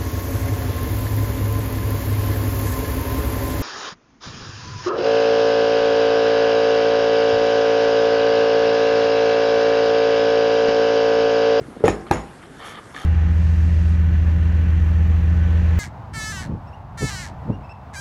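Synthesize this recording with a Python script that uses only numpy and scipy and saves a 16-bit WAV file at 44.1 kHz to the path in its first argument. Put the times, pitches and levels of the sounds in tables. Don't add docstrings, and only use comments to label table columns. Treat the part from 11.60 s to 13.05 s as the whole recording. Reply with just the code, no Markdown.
import sys
import numpy as np
from scipy import signal
from scipy.io import wavfile

SR = 44100
rng = np.random.default_rng(int(sys.argv[2]) if len(sys.argv) > 2 else 0)


def store_pcm(level_fs):
    pcm = np.round(np.clip(level_fs, -1, 1) * 32767).astype(np.int16)
    wavfile.write(sys.argv[1], SR, np.atleast_2d(pcm).T)


def how_loud(loudness_db):
    steps = np.asarray(loudness_db, float) / 20
    return 10 ** steps


N = 63945
T = np.arange(N) / SR


def rms_one(x):
    return x / np.sqrt(np.mean(x ** 2) + 1e-20)


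def in_time(rows, column=1):
    rows = np.array(rows)
    return how_loud(np.interp(T, rows[:, 0], rows[:, column], right=-99))


def at_hz(points, hz):
    points = np.array(points)
    return np.interp(np.log(hz), np.log(points[:, 0]), points[:, 1])


def drift(rate_hz):
    r = np.exp(-2 * np.pi * rate_hz / SR)
    white = rng.standard_normal(N + SR)
    return rms_one(signal.lfilter([1], [1, -2 * r, r * r], white)[SR:])


def ring(clicks, hz, t60_s):
    r, w = how_loud(-60 / (t60_s * SR)), 2 * np.pi * hz / SR
    return signal.lfilter([0, np.sin(w)], [1, -2 * r * np.cos(w), r * r], clicks + 1e-18)


def click(s, db):
    out = np.zeros(N)
    out[min(int(s * SR), N - 1)] = how_loud(db)
    return out


def butter(x, order, hz, kind):
    return signal.sosfilt(signal.butter(order, hz, kind, fs=SR, output="sos"), x)


def soft(x, hz):
    return butter(x, 2, hz, "low")


def bands(length):
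    edges = 22 * 2 ** np.arange(0, 9.3, 1 / 3)
    white = rng.standard_normal((2, length + 8000))
    out = []
    for k, (low, high) in enumerate(zip(edges, edges[1:])):
        noise = butter(white[k % 2], 2, [low, high], "band")[8000:]
        out.append((np.sqrt(low * high), noise))
    return out


def grains(per_s, spread_db):
    size = how_loud(spread_db * np.minimum(rng.exponential(1, N), 4)) * rng.choice([-1, 1], N)
    return size * (rng.random(N) < per_s / SR)


# start in seconds, level in dB, crack in dB, crack length in seconds, table thump in dB.
BLOWS = [
    (0.2388, -6, -40, 0.0013, -16),
    (0.2801, -6.5, -24.5, 0.00062, -24),
    (0.5112, -3, -29, 0.0014, -19),
]
# frequency in Hz, level in dB, t60 in seconds.
FIRST_MODES = [(433.6, 3.5, 0.061), (589, -5, 0.062), (138, -7, 0.033), (823, -7, 0.038),
               (1300, -24, 0.018)]
BOUNCE_MODES = [(771, 1.5, 0.037), (309.3, -6, 0.1), (438, -14, 0.094), (1278, -5, 0.024),
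                (1813, -10, 0.039), (2382, -4.5, 0.0097), (622, -9, 0.034)]
SECOND_MODES = [(814, 0, 0.032), (331, -5.5, 0.048), (1643, -11, 0.025), (1232, -12.5, 0.036),
                (2430, -21, 0.016), (946, -8.5, 0.018)]


def knocks():
    out = np.zeros(N)
    for (s, db, crack_db, crack_s, _), modes in zip(BLOWS, (FIRST_MODES, BOUNCE_MODES, SECOND_MODES)):
        tones = np.zeros(N)
        for k, (hz, mode_db, t60_s) in enumerate(modes):
            tones += (-1) ** (k + 1) * ring(click(s, db + mode_db), hz, t60_s)
        u = np.maximum(T - s, 0) / crack_s
        out += soft(tones, 4900) + how_loud(crack_db) * rng.standard_normal(N) * u * np.exp(1 - u)
    return out


# frequency in Hz, level in dB, t60 in seconds.
TABLE_MODES = [(74, -5, 0.038), (96.2, -3, 0.22), (142.6, -3.5, 0.16), (163.5, -7, 0.45),
               (217.9, -3.5, 0.42), (255.4, -4, 0.55)]


def table_thumps():
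    legs_hz, legs_lag_s, legs_t60_s, legs_db = 56.8, 0.029, 0.21, -9.5
    out = np.zeros(N)
    for s, _, _, _, thump_db in BLOWS:
        out += soft(sum(ring(click(s, thump_db + db), hz, t60_s) for hz, db, t60_s in TABLE_MODES), 190)
        u = np.maximum(T - s - legs_lag_s, 0)
        swell = u / legs_t60_s * 20 * how_loud(-60 * u / legs_t60_s)
        out += how_loud(thump_db + legs_db) * np.sin(2 * np.pi * legs_hz * u) * swell
    return out


# frequency in Hz, level in dB, t60 in seconds.
PANEL_MODES = [(331.2, -10.5, 0.26), (398.4, -8, 0.33), (500, -10, 0.37), (646, -11, 0.31),
               (735, -19, 0.38), (797, -16.5, 0.45), (970, -13, 0.35), (1061, -17.5, 0.5)]
PANEL_DRIVE_DB = [-25, -23, -17.5]


def panel_ringing():
    out = np.zeros(N)
    for (s, *_), drive_db in zip(BLOWS, PANEL_DRIVE_DB):
        for k, (hz, db, t60_s) in enumerate(PANEL_MODES):
            out += (-1) ** k * ring(click(s, drive_db + db), hz, t60_s)
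    return out


# level in dB, rise in seconds, t60 in seconds, top frequency in Hz.
RATTLES = [
    (-24.5, 0.0087, 0.3, 1720),
    (-27.5, 0.00067, 0.19, 2420),
    (-22.5, 0.005, 0.33, 1170),
]


def rattles():
    bright_db, ring_db = -29, -14.5
    out = np.zeros(N)
    for (s, *_), (db, rise_s, t60_s, top_hz) in zip(BLOWS, RATTLES):
        taps = butter(grains(6000, 3.05), 1, 250, "high")
        loose = rms_one(soft(taps, top_hz))
        loose += how_loud(bright_db) * rms_one(soft(taps, 8600))
        loose += how_loud(ring_db) * rms_one(ring(taps, 2000, 0.0095))
        u = np.maximum(T - s, 0)
        out += how_loud(db - 60 * u / t60_s) * (1 - np.exp(-u / rise_s)) * loose
    return out


# start in seconds, level in dB, tilt in dB per octave.
JINGLES = [(0.254, -39, -1), (.265, -38.5, -1), (0.283, -35.5, -13), (0.297, -38, -16), (0.308, -44, -10),
           (.521, -43, -5), (0.533, -37, -8), (.541, -41, -3), (0.566, -45, -9), (.576, -46.5, -8)]
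# frequency in Hz, level in dB, t60 in seconds.
STEEL_MODES = [(6854, 0, .27), (6826, -5, .25), (10240, -5, .26), (10290, -11, .12), (5346, -10, .32),
               (5390, -12, .25), (6345, -5, .1), (6400, -10, .08), (9600, -10, .05), (7050, -10, .06),
               (6620, -9, .06)]


def handles():
    touch_s, wobble_db, wobble_hz = .004, 1.5, 70
    out = np.zeros(N)
    ends = [row[0] for row in JINGLES[1:]] + [2]
    for (s, db, tilt_db), end in zip(JINGLES, ends):
        gate = np.clip((T - s) / touch_s, 0, 1) * np.clip((end - T) / touch_s + 1, 0, 1)
        for hz, mode_db, t60_s in STEEL_MODES:
            level_db = db + mode_db + tilt_db * np.log2(hz / 6850)
            out += gate * ring(click(s, level_db), hz, t60_s)
    return out * how_loud(wobble_db * drift(wobble_hz))


# time in seconds, pressure as level in dB, brightness in dB.
STROKES = [(.80, -83, -10), (.83, -48, -18), (.90, -64, -15), (.96, -54.5, -8), (1.015, -41, -21),
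           (1.04, -39.5, -19), (1.06, -37, -9.5), (1.11, -40.5, -11.5), (1.14, -39, -19), (1.195, -41, -30),
           (1.21, -74, -10), (1.30, -60, 0), (1.338, -57, -2), (1.346, -36.5, -22), (1.358, -41.5, -10),
           (1.37, -39, -13), (1.40, -36.5, -13), (1.45, -43.5, -10.5)]
# frequency in Hz, width in Hz, level in dB.
PLASTIC_BODY = [(463, 90, -8), (756, 110, -5.5), (1250, 130, -2), (1780, 170, -6), (2200, 340, -12),
                (3150, 300, -10), (3550, 260, -12), (4440, 310, -20)]
# frequency in Hz, width in Hz, level in dB.
PLASTIC_HISS = [(5360, 380, 3.5), (6600, 980, 0.5), (7620, 500, -0.5), (10400, 2600, -3.5)]


def resonate(slips, resonances):
    patch_db, patch_hz = 1.5, 50
    out = np.zeros(N)
    for k, (hz, width_hz, db) in enumerate(resonances):
        tone = ring(slips, hz, 2.6 / width_hz) * width_hz / 100
        out += (-1) ** k * how_loud(db + patch_db * drift(patch_hz)) * tone
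    return rms_one(out)


def rubbing():
    level_db, broad_db, start_s, fade_s = 0.5, -33, .78, 0.014
    slips = grains(2500, 2.0) * how_loud(drift(68))
    broad = rms_one(butter(slips, 1, [300, 3500], "band"))
    body = rms_one(resonate(slips, PLASTIC_BODY) + how_loud(broad_db) * broad)
    hiss = in_time(STROKES, column=2) * resonate(slips, PLASTIC_HISS)
    gate = np.clip((T - start_s) / fade_s, 0, 1)
    return how_loud(level_db) * gate * in_time(STROKES) * (body + hiss)


# time in seconds, level in dB.
DRAG = [
    (0.0, -46.5),
    (0.266, -28),
    (0.422, -41.5),
    (0.5, -47),
]


def drag():
    level_db, ring_db = -3, -14
    rumble = butter(grains(500, 2.9), 2, [167, 524], "band")
    tool = rms_one(ring(rumble, 462, 0.04))
    return how_loud(level_db) * in_time(DRAG) * rms_one(rms_one(rumble) + how_loud(ring_db) * tool)


# start in seconds, level in dB, frequency in Hz, t60 in seconds.
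BUMPS = [(.012, -24, 143.6, 0.073), (0.013, -24, 410, 0.036), (.085, -25, 326, 0.019),
         (0.206, -30, 400, 0.058), (.218, -37, 412, .05), (.2407, -6, 420, 0.026), (.261, -8, 459, 0.062),
         (0.2856, -6, 500, 0.013), (0.407, -36, 91.5, 0.11), (.428, -39, 58.5, 0.11), (.29, -17, 173, 0.06),
         (1.352, -33.5, 278, 0.087), (1.38, -38, 250, 0.057), (0.3, -14.5, 354, 0.042),
         (0.323, -20, 343.4, 0.071), (0.443, -28.5, 337, 0.052), (0.5076, -13, 159, 0.082),
         (1.443, -24, 326, 0.033)]


def bumps():
    return -sum(soft(ring(click(s, db), hz, t60_s), 1740) for s, db, hz, t60_s in BUMPS)


# start in seconds, level in dB, frequency in Hz.
SNAPS = [(.2805, -26, 5800), (.2804, -29, 4300), (.2804, -29, 7800), (.2804, -28, 9200),
         (.2804, -29, 10500), (.2803, -19, 2600), (.2822, -16.5, 1800), (.5120, -17.5, 4020),
         (.5120, -19, 5600), (.5122, -29, 7000), (.5122, -30, 8800), (.5122, -24, 11300)]
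# start in seconds, level in dB, frequency in Hz.
TICKS = [
    (0.531, -35, 8000),
    (0.828, -36, 2000),
    (.837, -38, 1300),
    (1.347, -31.5, 1170),
    (1.347, -34, 2230),
    (1.364, -20.5, 1740),
]
# start in seconds, level in dB, frequency in Hz.
FAINT_TICKS = [(.2385, -36, 2900), (.245, -34, 3400), (.2465, -27, 1920), (.249, -37, 5300),
               (.256, -35, 3300), (.262, -37, 4300), (.300, -36, 5350), (.396, -46, 4600),
               (.411, -42, 5600), (.4675, -30, 1250), (.4675, -38, 2200), (.4675, -36, 750),
               (.4678, -45, 4200), (.472, -41, 3200), (.474, -36, 1300), (.478, -45, 3300),
               (.485, -38, 3000), (.488, -40, 1200), (.493, -41, 2600), (.497, -41, 1900),
               (.857, -46, 4000), (.868, -48, 5700), (.878, -49, 6000)]
# start in seconds, level in dB, frequency in Hz.
CATCHES = [(1.005, -39, 2110), (1.082, -37, 3240), (1.088, -32, 1760), (1.108, -41, 3120),
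           (1.132, -41, 3230), (1.152, -38, 1830), (1.156, -31.5, 3360), (1.172, -41, 1270),
           (1.186, -32, 1240), (1.188, -40, 3500), (1.347, -38, 3150), (1.364, -37, 3550),
           (1.378, -32, 3300), (1.39, -30, 1840), (1.395, -39, 3200), (1.41, -31, 1860), (1.414, -35, 3500),
           (1.435, -32, 1300), (1.436, -36, 3230)]


def ticks():
    return sum(ring(click(s, db), hz, 30 / hz) for s, db, hz in TICKS + SNAPS + FAINT_TICKS + CATCHES)


def squeak():
    start_s, length_s, start_hz, rise_hz_per_s, level_db = 1.215, .1, 7700, 13500, -65
    u = np.clip(T - start_s, 0, length_s)
    tone = np.sin(2 * np.pi * (start_hz * u + rise_hz_per_s * u ** 2 / 2))
    return how_loud(level_db + 3.4 * drift(40)) * np.sin(np.pi * u / length_s) * tone


# frequency in Hz, t60 in seconds.
ROOM_T60 = [(60, 0.23), (250, 0.37), (1000, 0.4), (3000, 0.093), (10000, 0.3)]
# frequency in Hz, level in dB.
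ROOM_COLOUR = [(55, 6), (100, -3.5), (300, -3.5), (1000, -7.5), (2500, 1.5), (6000, -2), (11000, -6)]


def room(x):
    level_db, build_s = -14, 0.012
    t = np.arange(SR // 2) / SR
    tail = np.zeros(len(t))
    for hz, noise in bands(len(t)):
        tail += how_loud(at_hz(ROOM_COLOUR, hz) - 60 * t / at_hz(ROOM_T60, hz)) * noise
    tail *= 1 - np.exp(-(t / build_s) ** 2)
    return how_loud(level_db) * signal.fftconvolve(x, tail / np.sqrt(np.sum(tail ** 2)))[:N]


# frequency in Hz, density in dB per Hz.
AIR = [(22, 5), (60, -1), (190, 1.5), (700, -8), (1500, -9.5), (2500, -21.5), (5000, -27.5), (12500, -30)]


def air():
    level_db, patchy_db = -42, 2
    noise = sum(how_loud(at_hz(AIR, hz) + patchy_db * drift(7.1)) * band for hz, band in bands(N))
    return how_loud(level_db) * rms_one(noise)


def scene():
    near = knocks() + bumps() + ticks() + squeak() + rubbing()
    steel = handles()
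    table = table_thumps() + panel_ringing() + rattles()
    wet = room(near + how_loud(-9.5) * steel)
    return (near + steel + wet + table + drag() + air())[None, :]


def low_pass(x):
    return signal.sosfilt(signal.butter(12, 12510, fs=SR, output="sos"), x)


def record(dry):
    bass_cut_hz, peak, top_cut_hz = 47, .94, 11950
    x = butter(dry, 3, bass_cut_hz, "high")
    x = x / (1 + (np.abs(x) / peak) ** 6) ** (1 / 6)
    x = signal.sosfilt(signal.ellip(12, .5, 60, top_cut_hz, fs=SR, output="sos"), x)
    return low_pass(x)


dry = scene()
out = record(dry)
store_pcm(out)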